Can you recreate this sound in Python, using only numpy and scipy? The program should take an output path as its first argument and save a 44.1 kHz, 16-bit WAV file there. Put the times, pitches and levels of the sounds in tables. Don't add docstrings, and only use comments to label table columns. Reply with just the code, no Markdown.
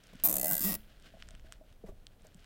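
import sys
import numpy as np
from scipy import signal
from scipy.fft import rfft, irfft
from scipy.io import wavfile

SR = 44100
rng = np.random.default_rng(int(sys.argv[2]) if len(sys.argv) > 2 else 0)


def pcm_store(signal):
    levels = np.round(np.clip(np.atleast_2d(signal), -1, 1) * 32767)
    wavfile.write(sys.argv[1], SR, levels.astype(np.int16).T)


def elevation(decibels):
    levels = np.asarray(decibels, float)
    return 10 ** (levels / 20)


N = 108045
TIME_S = np.arange(N) / SR


def rms_one(x):
    return x / np.sqrt(np.mean(x ** 2) + 1e-20)


def coloured(x, spectrum):
    hz = np.arange(x.shape[-1] // 2 + 1) * SR / x.shape[-1] + 1
    point_hz, point_db = np.transpose(spectrum)
    level_db = np.interp(np.log(hz), np.log(point_hz), point_db)
    edge = np.minimum(1, hz / point_hz[0]) ** 2
    return irfft(rfft(x) * elevation(level_db) * edge, x.shape[-1])


def over_time(table):
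    return np.interp(TIME_S, *np.transpose(table))


def drift(rate_hz):
    knots = rng.standard_normal(200)
    return np.interp(TIME_S * rate_hz, np.arange(200), knots)


def highpass(x, order, cut_hz):
    return signal.sosfilt(signal.butter(order, cut_hz, "high", fs=SR, output="sos"), x)


def clicks(start_s, gain):
    out = np.zeros(N)
    at = np.clip((np.asarray(start_s) * SR).astype(int), 0, N - 1)
    np.add.at(out, at, gain)
    return out


def ring(x, pitch_hz, t60_s):
    r, w = elevation(-60 / (t60_s * SR)), 2 * np.pi * pitch_hz / SR
    return signal.lfilter([0, np.sin(w)], [1, -2 * r * np.cos(w), r * r], x + 1e-18)


def double_ring(length, pitch_hz, rise_t60_s, t60_s):
    unit = ring(ring(np.arange(length) == 0, pitch_hz, rise_t60_s), pitch_hz, t60_s)
    return unit / abs(unit).max()


# pitch_hz [Hz], level_db [dB]
HALL_COLOUR = [(20, 10.5), (70, -3.5), (183, -11), (350, -17.5), (630, -18), (900, -25), (3000, -39.5),
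               (16200, -39)]
# start_s [s], level_db [dB]
SWAY = [(0, -6.5), (.15, 1), (.3, 1.5), (.5, 1.5), (.76, 11.5), (0.901, 4.5), (1.2, -0.7), (1.6, -2.5),
        (1.82, -5), (1.889, 13), (2.029, 0.5), (2.45, -1.5)]


def hall():
    hush = rms_one(coloured(rng.standard_normal(N), HALL_COLOUR))
    rumble = signal.sosfiltfilt(signal.butter(2, 114, fs=SR, output="sos"), hush)
    swing_db = 4 * drift(3)
    rumble_gain = elevation(over_time(SWAY) + swing_db)
    return elevation(-57.5) * (hush + rumble * (rumble_gain - 1))


def echo(x):
    level_db, t60_s, rise_s = -25.5, .36, .009
    t = np.arange(SR // 2) / SR
    wash = rng.standard_normal(len(t)) * elevation(-60 * t / t60_s) * np.minimum(1, t / rise_s)
    return elevation(level_db) * signal.fftconvolve(x, wash / np.linalg.norm(wash))[:N]


# start_s [s], level_db [dB]
RUB = [(0, -65), (.22, -60), (.8, -65.5), (0.921, -63.5), (0.979, -69), (1.06, -63.5), (1.299, -66),
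       (1.53, -67), (1.59, -73), (1.72, -73), (1.8, -77), (1.88, -75), (2.15, -74), (2.27, -69.5),
       (2.45, -69.5)]
# pitch_hz [Hz], level_db [dB]
RUB_COLOUR = [(150, -1.5), (450, -10.5), (650, -6), (900, -22), (1460, -6.5), (2200, -10.5), (3100, -8.5),
              (12000, -33)]


def rub():
    grains_per_s, grain_db, swing_db = 2700, 2.5, 2.5
    sizes = elevation(grain_db * np.minimum(rng.exponential(1, N), 5))
    sizes = sizes * rng.choice([-1, 1], N)
    present = rng.random(N) < grains_per_s / SR
    grains = rms_one(coloured(sizes * present, RUB_COLOUR))
    return elevation(over_time(RUB) + swing_db * drift(30)) * grains


# start_s [s], length_s [s], level_db [dB]
SCUFFS = [
    (0.131, 0.01, -54),
    (1.861, 0.033, -58),
    (1.884, 0.027, -62.5),
    (2.244, 0.0142, -59.5),
]
# pitch_hz [Hz], level_db [dB]
SCUFF_COLOUR = [(500, 4.5), (1200, -10), (4000, -18), (15000, -26.5)]


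def scuffs():
    grain = rms_one(coloured(rng.laplace(size=N), SCUFF_COLOUR))
    envelope = np.zeros(N)
    for start_s, length_s, level_db in SCUFFS:
        fade = np.exp(-np.abs((TIME_S - start_s) / length_s) ** 3)
        envelope += elevation(level_db) * (TIME_S > start_s) * fade
    return grain * envelope


# start_s [s], peak_db [dB], pitch_hz [Hz], t60_s [s]
BUMPS = [(0.127, -49, 202, 0.1), (.149, -40, 228, 0.027), (0.512, -30, 168, 0.12), (0.51, -41, 1522, 0.074),
         (0.513, -43, 1090, 0.058), (0.606, -37, 208, 0.046), (.755, -45.5, 387, 0.029),
         (1.138, -47.5, 654, 0.071), (1.14, -51, 185, 0.064), (1.169, -49, 684, 0.02),
         (1.249, -56.5, 195, 0.12), (1.286, -63, 670, 0.029), (1.309, -58.5, 641, 0.089),
         (1.336, -41.5, 175, 0.025), (1.338, -59, 637, .05), (1.443, -53, 340, 0.034),
         (1.443, -56.5, 640, 0.2), (1.49, -57, 680, 0.083), (1.607, -57.5, 280, 0.053),
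         (1.611, -50.5, 630, .08), (1.838, -38.5, 460, 0.034), (1.839, -42, 188.6, 0.064),
         (1.841, -49, 640, 0.047), (1.886, -43.5, 203, 0.022), (1.889, -42.5, 402, 0.053),
         (1.887, -45.5, 640, 0.054), (1.889, -60, 1153, 0.086), (1.865, -63.5, 1990, 0.078),
         (1.919, -51, 640, 0.035), (2.225, -58.5, 184, 0.065), (2.248, -52.5, 628, 0.096),
         (2.348, -50, 175, 0.068)]
# pitch_hz [Hz], level_db [dB], t60_s [s]
HOSES = [(177, -7, 0.14), (197, 2.5, 0.072), (214.2, -12, 0.44), (294, 3.2, 0.065), (415.4, -6.5, 0.042),
         (547.3, -5, 0.12), (640, -3.5, 0.071), (729, -8.5, 0.093), (740, -20.5, 0.058)]


def bumps():
    peak_trim_db, rise_cycles = -1, 4
    slide_db, slide_t60_s, reach_octaves = -7.5, .035, .4
    thuds, slides = np.zeros(N + 8192), np.zeros(N)
    for start_s, peak_db, pitch_hz, t60_s in BUMPS:
        thud = double_ring(8192, pitch_hz, rise_cycles / pitch_hz, t60_s)
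        thuds[int(start_s * SR):][:8192] += elevation(peak_db + peak_trim_db) * thud
    start_s, peak_db, bump_hz, _ = np.transpose(BUMPS)
    fade, grain = elevation(-60 / (slide_t60_s * SR)), rng.standard_normal(N)
    for pitch_hz, level_db, t60_s in HOSES:
        reach = np.exp(-(np.log2(pitch_hz / bump_hz) / reach_octaves) ** 2)
        hits = clicks(start_s, elevation(peak_db + level_db + slide_db) * reach)
        envelope = signal.lfilter([np.sqrt(1 - fade ** 2)], [1, -fade], hits + 1e-18)
        slides += ring(envelope * grain, pitch_hz, t60_s)
    return thuds[:N] + signal.lfilter([.15], [1, -.85], slides)


# start_s [s], peak_db [dB], bright_db [dB per octave], body_hz [Hz]
TICKS = [(0.0348, -49, 0.1, 5030), (0.0384, -47, 5, 5000), (0.069, -47, 6, 9140), (0.1547, -41, -2, 2980),
         (0.1991, -38.5, -5.5, 2980), (0.9981, -48.5, -2.5, 3500), (1.0234, -48, 4, 5060),
         (1.0433, -50.5, -3, 3006), (1.0867, -50, -7, 3000), (1.2233, -30, -5, 5230),
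         (1.2338, -53, 5, 5000), (1.2712, -53, 4, 2800), (1.287, -35, -1, 3470), (1.3068, -40, -4, 3770),
         (1.309, -54, 2, 7740), (1.35, -38, -5.5, 2720), (1.5115, -55, -2, 6000), (1.5306, -49, 3, 3100),
         (1.3958, -46, -6, 3200), (1.5225, -28.5, 0.5, 3170), (1.5373, -46.5, -4, 5000),
         (1.726, -52, -1.5, 3800), (2.0674, -34.5, -0.5, 4300), (2.22, -53.5, 2, 4100),
         (2.2686, -43, 7.5, 6090), (2.3446, -43, 6.5, 7000), (2.3705, -55, 17.5, 4000),
         (2.3935, -50.5, 1, 4970), (2.4032, -52, -3, 4000), (2.4434, -44, -4, 3230)]
# pitch_hz [Hz], level_db [dB], t60_s [s]
PLASTIC = [(1550, -9.5, .004), (3050, -1.5, .0035), (5250, -6, 0.002), (8315, -4.5, 0.0023),
           (10200, -13, 0.00061), (13000, -15.5, .001)]


def ticks():
    lag_s, noise_gain = .0008, .3
    burst_t60_s, tail_db, tail_t60_s = .0015, -26, .025
    body_db, body_t60_s = -1.5, .002
    out, t = np.zeros(N + 2048), np.arange(2048) / SR
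    envelope = elevation(-60 * t / burst_t60_s) + elevation(tail_db - 60 * t / tail_t60_s)
    for start_s, peak_db, bright_db, body_hz in TICKS:
        noise = rng.standard_normal(2048)
        hit = (t == 0) + noise_gain * noise * envelope
        tick = elevation(body_db) * ring(hit, body_hz, body_t60_s)
        for k, (pitch_hz, level_db, t60_s) in enumerate(PLASTIC):
            gain = elevation(level_db + bright_db * np.log2(pitch_hz / 4000)) * (-1) ** k
            tick += gain * ring(hit, pitch_hz * (1 + noise[-1 - k] / 20), t60_s)
        out[int((start_s + lag_s) * SR):][:2048] += elevation(peak_db) * tick / abs(tick).max()
    return highpass(out[:N], 2, 1300)


SHAKE_LAG_S = .002
# pitch_hz [Hz], level_db [dB], t60_s [s], loudest_s [s], width_s [s]
PASSING_RINGS = [(1060, -47, .04, 0.31, 0.07), (1595, -42.5, .032, 0.53, .08), (1990, -47, 0.049, 0.5, 0.12),
                 (724, -38.5, 0.055, .46, 0.069), (766, -47, 0.046, .26, .025), (680, -48, .04, 0.28, 0.013),
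                 (620, -34, 0.09, 0.44, 0.021), (674, -43, .04, 0.526, 0.028),
                 (1934, -44.5, 0.056, 0.704, 0.062), (690, -49.5, .035, 0.56, 0.024),
                 (4400, -40, 0.0157, 0.41, .06), (5174, -41, 0.018, .45, 0.066),
                 (4940, -46.5, 0.043, 0.6, 0.037), (2800, -47.5, 0.019, 0.52, 0.34)]


def passing_rings(tooth_s):
    out = np.zeros(N)
    for pitch_hz, level_db, t60_s, loudest_s, width_s in PASSING_RINGS:
        swell = np.exp(-((tooth_s - loudest_s) / width_s) ** 2)
        uneven = 1 + .35 * rng.standard_normal(len(tooth_s))
        out += ring(clicks(tooth_s + SHAKE_LAG_S, elevation(level_db) * swell * uneven), pitch_hz, t60_s)
    return out


def hose_shake(tooth_s, low_db, high_db):
    low_top_hz, low_spread_db = 350, 1.2
    out = np.zeros(N)
    for pitch_hz, level_db, t60_s in HOSES:
        even, free = rng.standard_normal((2, len(tooth_s)))
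        if pitch_hz < low_top_hz:
            strength = elevation(low_db + low_spread_db * even)
        else:
            strength = elevation(high_db) * (1 + free)
        out += ring(clicks(tooth_s + SHAKE_LAG_S, elevation(level_db) * strength), pitch_hz, t60_s)
    return out


RISE_S = .0006
# pitch_hz [Hz], t60_s [s], rise_ratio [times RISE_S]
RATTLE_BANDS = [(1200, .05, 4), (2500, .036, 2.5), (5000, .032, 1.4), (8500, .027, .4), (14000, .03, .5)]


def rattle_path(spectrum):
    hold_s, hold_end_db = .0046, -3.5
    t, out = np.arange(4096) / SR, np.zeros(4096)
    white = rfft(coloured(rng.standard_normal(4096), spectrum))
    hz = np.arange(2049) * SR / 4096 + 1
    centres = np.log(np.array(RATTLE_BANDS)[:, 0])
    for k, (_, t60_s, rise_ratio) in enumerate(RATTLE_BANDS):
        share = np.interp(np.log(hz), centres, np.arange(len(centres)) == k)
        rise = np.minimum(1, t / (RISE_S * rise_ratio)) ** 2
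        out += irfft(white * share) * rise * elevation(-60 * t / t60_s)
    out *= elevation(np.where(t > hold_s, hold_end_db, 0))
    return out / np.sqrt(np.mean(out[:200] ** 2))


GRIP_S = [.25, .38, .5, .6, .72]
# pitch_hz [Hz], level_db [dB]
GRIPS = [
    [(900, -19), (2000, -15), (4600, -15), (7500, -9.5), (11000, -2.5), (14200, 7), (16000, -21)],
    [(900, -24), (2400, -25), (4600, -25.5), (8000, -8), (10500, -11.5), (13300, -3), (16000, -13.5)],
    [(900, -20), (2400, -28), (5000, -20), (8000, -9.5), (10500, -7.5), (13500, 2), (16000, 1.5)],
    [(900, -14), (2400, -20), (5000, -8), (7200, -3.5), (10500, -6), (13000, 3.5), (15800, 1.5)],
    [(900, -12), (2400, -16.5), (4000, -13.5), (7300, -11.5), (10000, -9.5), (12500, -2.5), (15800, -5)],
]


def rattle(tooth_s, rattle_db):
    spread_db, tooth_new = 1.1, .26
    out = np.zeros(N)
    gain = elevation(rattle_db + spread_db * rng.standard_normal(len(tooth_s)))
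    chance = tooth_new * rng.standard_normal((2, len(GRIPS), len(tooth_s)))
    for k, colour in enumerate(GRIPS):
        share = gain * np.sqrt(np.interp(tooth_s, GRIP_S, np.arange(len(GRIPS)) == k))
        for strength in (1, chance[0, k], chance[1, k]):
            out += signal.fftconvolve(clicks(tooth_s, share * strength), rattle_path(colour))[:N]
    return out


def direct_snap(tooth_s, snap_db):
    snap_hz, t60_s = 14510, .0007
    unit = double_ring(200, snap_hz, t60_s, t60_s)
    return np.convolve(clicks(tooth_s + RISE_S / 2, elevation(snap_db)), unit)[:N]


# start_s [s], teeth_passed [count]
FIRST_PULL = [(.2372, 0), (.2418, 1), (.245, 2), (.2588, 7), (.2664, 9)]
LAST_PULL = [(.6143, 0), (.636, 3), (.6472, 5), (.6728, 10), (.6913, 14), (.7075, 17), (.7204, 19),
             (.7287, 20), (.7505, 22)]
SLOW_TEETH = [.273, .2857, .2952, .3026, .3114, .3261, .3395, .355, .3662, .382, .3962, .412, .4292, .4434,
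              .4565, .468, .4804, .4911, .5007, .5109, .5209, .5312, .5403, .5517, .566, .579, .5929, .6061]


def tooth_times():
    quick = []
    for pull in (FIRST_PULL, LAST_PULL):
        start_s, teeth_passed = np.transpose(pull)
        quick.append(np.interp(np.arange(pull[-1][1] + 1), teeth_passed, start_s))
    quick = np.concatenate(quick)
    jitter_s = .00012 * rng.standard_normal(len(quick))
    return np.concatenate([quick + jitter_s, SLOW_TEETH])


# start_s [s], rattle_db [dB], low_shake_db [dB], high_shake_db [dB], snap_db [dB]
TENSION = [(0.241, -25, -45, -46, -13), (0.261, -29.5, -58.5, -51, -6.5), (0.276, -27, -42, -44.5, -28),
           (.34, -27, -45.5, -39, -27), (.42, -27.5, -48.5, -47, -26.5), (0.507, -22.5, -46, -52, -33),
           (0.568, -26.5, -61.5, -52, -59.5), (0.655, -29.5, -39, -52.5, -23.5),
           (.715, -31, -45.5, -47.5, -29), (.75, -29.5, -47, -55, -40)]


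def strap():
    tooth_s = tooth_times()
    start_s, *levels = np.transpose(TENSION)
    rattle_db, low_db, high_db, snap_db = [np.interp(tooth_s, start_s, level) for level in levels]
    bright = direct_snap(tooth_s, snap_db) + rattle(tooth_s, rattle_db)
    return bright + hose_shake(tooth_s, low_db, high_db) + passing_rings(tooth_s)


def scene():
    near = highpass(strap() + ticks() + bumps() + scuffs(), 4, 155)
    return (near + echo(near) + rub() + hall())[None]


def roll_off(x):
    return signal.sosfilt(signal.butter(12, 16970, fs=SR, output="sos"), x)


def record(dry):
    mix = signal.sosfilt(signal.ellip(8, 1, 28, 15950, fs=SR, output="sos"), dry)
    return roll_off(mix)


dry = scene()
out = record(dry)
pcm_store(out)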